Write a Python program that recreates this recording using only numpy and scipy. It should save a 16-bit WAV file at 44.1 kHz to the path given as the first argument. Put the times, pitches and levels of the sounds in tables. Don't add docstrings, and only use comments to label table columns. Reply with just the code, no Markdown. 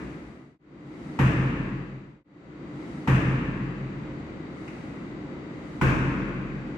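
import sys
import numpy as np
from scipy import signal
from scipy.fft import rfft, irfft, next_fast_len
from scipy.io import wavfile

SR = 44100
rng = np.random.default_rng(int(sys.argv[2]) if len(sys.argv) > 2 else 0)


def transcribe(u):
    v = np.clip(np.atleast_2d(u).T, -1, 1)
    q = np.round(v * 32767).astype(np.int16)
    wavfile.write(sys.argv[1], SR, q)


N = 298557

# frequency_hz, side_minus_mid_db, left_minus_right_db
PORT_RESPONSE = [(100, -17, 0), (300, -14, .6), (560, -7, 3), (1190, 0, 1.5), (2130, 1, 5),
                 (4200, -1, -0.5), (8000, 0.5, -4.5), (12000, -1, 2)]
# frequency_hz, t60_s
TAIL_FADE_TIMES = [(150, 3.38), (300, 3.11), (750, 1.81), (2000, 2.61), (5000, 1.59), (8500, 1.25),
                   (12000, 0.63)]
# frequency_hz, relative_db
RUMBLE_SPECTRUM = [(20, -34.5), (42, -11), (75, -8.5), (97, -12), (140, -0.5), (220, -4), (310, 0),
                   (440, -11.5), (700, -18.5), (1250, -19.5), (1650, -24), (2100, -22.5), (2600, -30),
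                   (3200, -34.8), (5000, -45.5), (7500, -47.3), (11000, -72.5)]
# centre_hz, half_width_hz, relative_db
WHINE_PEAKS = [(76, 4, -9), (305, 10, -3), (530, 10, -14), (1230, 30, -23), (1985, 70, -21),
               (3850, 90, -36), (4550, 70, -37)]
# pitch_hz, level_db
HUM_TONES = [(196, -53), (218, -57), (240, -55), (300, -50), (530, -62), (1320, -67), (1440, -70)]
# frequency_hz, level_db
MOTOR_SPECTRUM = [(2200, -76), (2600, -88), (2920, -79), (3400, -88), (3850, -79), (4200, -89), (4560, -81),
                  (5000, -96), (6800, -96), (8000, -104)]
# frequency_hz, relative_db
CLOTH_SPECTRUM = [(300, 0), (800, 7), (2000, -10), (3500, -3.5), (6000, -4.5), (8500, -7.5), (10000, -14),
                  (12000, -19), (15000, -41.5)]
# peak_s, level_db, swell_s, fall_s
ARM_MOVES = [(0, -62, .1, 0.63), (2.97, -61.5, 0.18, .15), (4.69, -62.5, 0.11, .26),
             (5.75, -63.5, 0.13, 0.11)]
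# start_s, pitch_hz, level_db
WEIGHT_SHIFTS = [(0.01, 56, -34), (0.22, 56, -33), (4.73, 78, -41), (5.47, 140, -39)]
# frequency_hz, relative_db
TAP_SPECTRUM = [(300, -10), (700, -8), (1100, -1), (1500, -4), (2000, 0), (2700, 0), (3200, -19),
                (8000, -27), (14000, -48)]
# pitch_hz, relative_db, t60_s
BOOM_MODES = [(38.3, -34.2, 0.8), (44.3, -33.5, 3.0), (52.0, -44.7, 1.3), (63.3, -39.1, 1.6),
              (74.8, -28.1, 1.5), (81.8, -39.5, 1.7), (91.2, -39.5, 2.5), (106.0, -33.9, 1.5),
              (109.0, -47.0, 1.4), (120.9, -28.1, 2.0), (124.9, -16.5, 0.5), (131.4, -16.2, 1.1),
              (129.2, -29.8, 3.7), (135.1, -27.5, 3.8), (148.0, -31.0, 0.7), (149.5, -38.1, 3.8),
              (155.7, -31.0, 1.6), (168.8, -41.0, 3.8), (199, -37, 2.8), (220, -38, 2.8), (240, -40, 2.8)]
# frequency_hz, relative_db
THUD_SPECTRUM = [(145, -20), (168, 3.5), (200, 2), (235, -2.5), (300, 0), (370, -8), (440, -8),
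                 (540, -13.5), (700, -21), (1500, -54)]
# pitch_hz, relative_db
RING_CLUSTERS = [(555, 0), (680, -4), (825, -2), (918, -1), (988, -2), (1058, 1.5), (1135, -1), (1257, 0),
                 (1412, -4), (1525, -4), (1612, -3), (1715, -2), (1780, -7), (1873, -4), (2075, -8),
                 (2298, -3), (2442, -1.5), (2530, -6), (2610, -7)]
# frequency_hz, relative_db
SLAP_SPECTRUM = [(300, -14), (450, -9), (610, -0.5), (740, -3.5), (1170, 5.3), (1450, 0), (2000, -1.5),
                 (2700, -1.3), (3150, -12), (3650, -15.8), (4400, -22.8), (6500, -22.7), (9000, -29),
                 (10200, -42.5), (11500, -31), (13500, -33), (15000, -54)]
# start_s, thud_gain_db, boom_gain_db, boom_tilt_db_per_octave, knock_gain_db, upper_gain_db,
# slap_gain_db, slap_treble_db, lower_knock_hz, upper_knock_hz, slap_pitch_ratio
PUNCHES = [(-.65, -4.5, -8, -2, 1.5, 0, -2, 0, 950, 1650, 1.0),
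           (3.0735, 0, 0.6, -0.2, 0, 1.3, 1.3, 0.2, 915, 1740, 1.01),
           (5.8118, 1.3, 1, -2.4, 0, 5.0, 3.1, 0.6, 990, 1520, .96)]

STRIKE_SAMPLES, KNOCK_RISE_S = 3 * SR, .0013
LOWER_HALF_WIDTH_HZ, UPPER_HALF_WIDTH_HZ = 205, 190


def undb(db):
    return 10 ** (np.asarray(db) / 20)


def along(table, hz, column=1):
    rows = np.array(table)
    return np.interp(np.log(hz + 1e-9), np.log(rows[:, 0]), rows[:, column])


def fade(t, t60_s):
    return np.exp(-np.log(1000) * t / t60_s)


def rise(t, rise_s):
    return 1 - np.exp(-(t / rise_s) ** 2)


def resonance(hz, centre_hz, half_width_hz):
    return 1 / (1 + ((hz - centre_hz) / half_width_hz) ** 2)


def scatter(size, count=1):
    return np.exp(2j * np.pi * rng.random((count, 2, size // 2 + 1)))


def disturb(paths, one_radian_hz=1000):
    hz = np.linspace(0, SR / 2, paths.shape[-1])
    return paths * np.exp(1j * np.sqrt(hz / one_radian_hz) * rng.standard_normal(paths.shape))


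def diffuse(colour, size, paths=None):
    hz = np.fft.rfftfreq(size, 1 / SR)
    mid, side = scatter(size)[0] if paths is None else paths
    sign = np.array([[1], [-1]])
    spread = undb(along(PORT_RESPONSE, hz))
    lean = undb(sign * along(PORT_RESPONSE, hz, column=2) / 2)
    ports = (mid + sign * spread * side) / np.hypot(1, spread)
    noise = irfft(ports * lean * colour(hz), size)
    return noise / np.std(noise)


def echoing_tail(noise, t):
    hz, spectrum = np.fft.rfftfreq(len(t), 1 / SR), rfft(noise)
    centres, t60s = np.transpose(TAIL_FADE_TIMES)
    bands = (np.interp(np.log(hz + 1), np.log(centres), row) for row in np.eye(len(centres)))
    return sum(irfft(spectrum * band, len(t)) * fade(t, t60) for band, t60 in zip(bands, t60s))


def burst(colour, t, paths, rise_s, direct_db, direct_t60_s, delay_s=0):
    noise = diffuse(colour, len(t), paths)
    direct = noise * undb(direct_db) * fade(t, direct_t60_s)
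    return rise(np.maximum(t - delay_s, 0), rise_s) * (echoing_tail(noise, t) + direct)


def struck_mode(t, hz, level_db, t60_s, delay_s=0, right_lag_s=0):
    age = np.maximum(t - delay_s - right_lag_s * np.array([[0], [1]]), 0)
    return undb(level_db) * np.sin(2 * np.pi * hz * age) * fade(age, t60_s) * rise(age, KNOCK_RISE_S)


def rumble(level_db, waver_db):
    knots = rng.standard_normal(40)
    waver = np.interp(np.arange(N), np.linspace(0, N, len(knots)), knots)
    noise = diffuse(lambda hz: undb(along(RUMBLE_SPECTRUM, hz)), next_fast_len(N + 1) * 2)[:, :N]
    return noise * undb(level_db + waver_db * waver)


def whine(level_db):
    def colour(hz):
        return sum(undb(db) * resonance(hz, centre, width) for centre, width, db in WHINE_PEAKS)
    return undb(level_db) * diffuse(colour, next_fast_len(N))[:, :N]


def hum(shaft_hz, uneven_db):
    harmonics = shaft_hz * np.arange(MOTOR_SPECTRUM[0][0] // shaft_hz, MOTOR_SPECTRUM[-1][0] // shaft_hz)
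    motor_db = along(MOTOR_SPECTRUM, harmonics) + uneven_db * rng.standard_normal((2, len(harmonics)))
    hum_hz, hum_db = np.transpose(HUM_TONES)
    hz = np.r_[hum_hz, harmonics]
    levels_db = np.hstack([np.tile(hum_db, (2, 1)), motor_db])
    port_spread = np.minimum(undb(along(PORT_RESPONSE, hz)), 1) ** 2
    phase_turns = rng.random(len(hz)) + port_spread * rng.random((2, len(hz)))
    size = next_fast_len(N)
    lines = np.zeros((2, size // 2 + 1), complex)
    lines[:, np.rint(hz * size / SR).astype(int)] = undb(levels_db) * np.exp(2j * np.pi * phase_turns)
    return irfft(lines, size)[:, :N] * size / np.sqrt(2)


def clothes():
    t = np.arange(N) / SR
    speed = sum(undb(db) * np.exp(-((t - peak_s) / np.where(t < peak_s, swell_s, fall_s)) ** 2 / 2)
                for peak_s, db, swell_s, fall_s in ARM_MOVES)
    return speed * diffuse(lambda hz: undb(along(CLOTH_SPECTRUM, hz)), next_fast_len(N))[:, :N]


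def bump(hz, level_db):
    t = np.arange(SR) / SR
    swell = rise(t, rise_s=.025) * fade(t, t60_s=.35)
    return np.tile(undb(level_db) * swell * np.sin(2 * np.pi * hz * t), (2, 1))


def tap():
    t = np.arange(STRIKE_SAMPLES) / SR
    return undb(-52) * burst(lambda hz: undb(along(TAP_SPECTRUM, hz)), t, paths=None,
                             rise_s=.001, direct_db=8, direct_t60_s=.09)


def boom(t, gain_db, tilt_db_per_octave, hold_s=1.17):
    ports = 1 + .1 * rng.standard_normal(len(BOOM_MODES)) * np.array([[1], [-1]])
    octaves = np.log2(np.array(BOOM_MODES)[:, 0] / 50)
    weights = ports * undb(tilt_db_per_octave * octaves)
    modes = [(-1) ** k * undb(db) * np.sin(2 * np.pi * hz * t) * fade(t, t60_s)
             for k, (hz, db, t60_s) in enumerate(BOOM_MODES)]
    linger = (1 + t ** 2) * np.exp(-(t / hold_s) ** 6)
    return undb(gain_db) * linger * (weights @ np.array(modes))


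def thud(t, paths, delay_s=.0075):
    dense = burst(lambda hz: undb(along(THUD_SPECTRUM, hz)), t, paths,
                  rise_s=.0035, direct_db=0, direct_t60_s=.12, delay_s=delay_s)
    return undb(-24.6) * dense + struck_mode(t, hz=190, level_db=-14.5, t60_s=.08, delay_s=delay_s)


def ring(t, paths, upper_hz, width_hz=9):
    def colour(hz):
        clusters = sum(undb(db) * np.exp(-((hz - centre) / width_hz) ** 2) for centre, db in RING_CLUSTERS)
        return clusters * (1 + 1.2 * resonance(hz, upper_hz, UPPER_HALF_WIDTH_HZ))
    onset = 1 - np.exp(-t / .015)
    return undb(-33) * diffuse(colour, len(t), paths) * fade(t, t60_s=2.1) * onset


def lower_knock(t, paths, centre_hz):
    band = burst(lambda hz: resonance(hz, centre_hz, LOWER_HALF_WIDTH_HZ), t, paths,
                 rise_s=KNOCK_RISE_S, direct_db=11, direct_t60_s=.11)
    clack = struck_mode(t, centre_hz, level_db=-23.5, t60_s=.045, right_lag_s=.00012)
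    return undb(-40.4) * band + clack


def upper_knock(t, paths, centre_hz):
    return undb(-40) * burst(lambda hz: resonance(hz, centre_hz, UPPER_HALF_WIDTH_HZ), t, paths,
                             rise_s=.003, direct_db=0, direct_t60_s=.4)


def slap(t, paths, pitch_ratio, treble_db, treble_hz=3200):
    def colour(hz):
        shelf_db = treble_db * (1 - np.exp(-(hz / treble_hz) ** 4))
        return undb(along(SLAP_SPECTRUM, hz / pitch_ratio) + shelf_db)
    return undb(-31.4) * burst(colour, t, paths, rise_s=.0014, direct_db=-8, direct_t60_s=.05)


def punch(room, thud_db, boom_db, tilt_db, knock_db, upper_db, slap_db, treble_db,
          lower_hz, upper_hz, slap_ratio):
    t = np.arange(STRIKE_SAMPLES) / SR
    slap_paths, lower_paths, upper_paths, ring_paths, thud_paths = disturb(room)
    crack = undb(slap_db) * slap(t, slap_paths, slap_ratio, treble_db)
    upper = undb(upper_db) * upper_knock(t, upper_paths, upper_hz)
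    knock = undb(knock_db) * (lower_knock(t, lower_paths, lower_hz) + ring(t, ring_paths, upper_hz))
    bass = undb(thud_db) * thud(t, thud_paths) + boom(t, boom_db, tilt_db)
    wall_swell = undb(1.5 * np.exp(-((t - .09) / .025) ** 2))
    tail_fade = np.exp(-(t / 1.35) ** 4)
    return (wall_swell * (crack + upper) + knock + bass) * tail_fade


def add(out, sound, at_s):
    start = int(at_s * SR)
    first, last = max(start, 0), min(start + sound.shape[1], N)
    out[:, first:last] += sound[:, first - start:last - start]


def replay(mix, from_s, to_s, lead_s, fade_s):
    first, last, lead = (int(s * SR) for s in (from_s, to_s, lead_s))
    joined = np.hstack([mix[:, :first], mix[:, first + lead:last + lead], mix[:, last:]])
    from_join_s = np.minimum(abs(np.arange(N) - first), abs(np.arange(N) - last)) / SR
    return joined * np.minimum(from_join_s / fade_s, 1) ** .93


def scene():
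    out = rumble(level_db=-37.7, waver_db=.4) + whine(level_db=-50)
    out += hum(shaft_hz=58.42, uneven_db=2.5) + clothes()
    room = scatter(STRIKE_SAMPLES, count=5)
    for start_s, *blow in PUNCHES:
        add(out, punch(room, *blow), start_s)
    add(out, tap(), at_s=4.677)
    for start_s, pitch_hz, level_db in WEIGHT_SHIFTS:
        add(out, bump(pitch_hz, level_db), start_s)
    return replay(out, from_s=.585, to_s=2.238, lead_s=1.8852, fade_s=.585)


def record(dry):
    high_pass = signal.butter(2, 16, "high", fs=SR, output="sos")
    low_pass = signal.ellip(8, .2, 70, 15000, fs=SR, output="sos")
    return signal.sosfilt(low_pass, signal.sosfilt(high_pass, dry))


dry = scene()
out = record(dry)
transcribe(out)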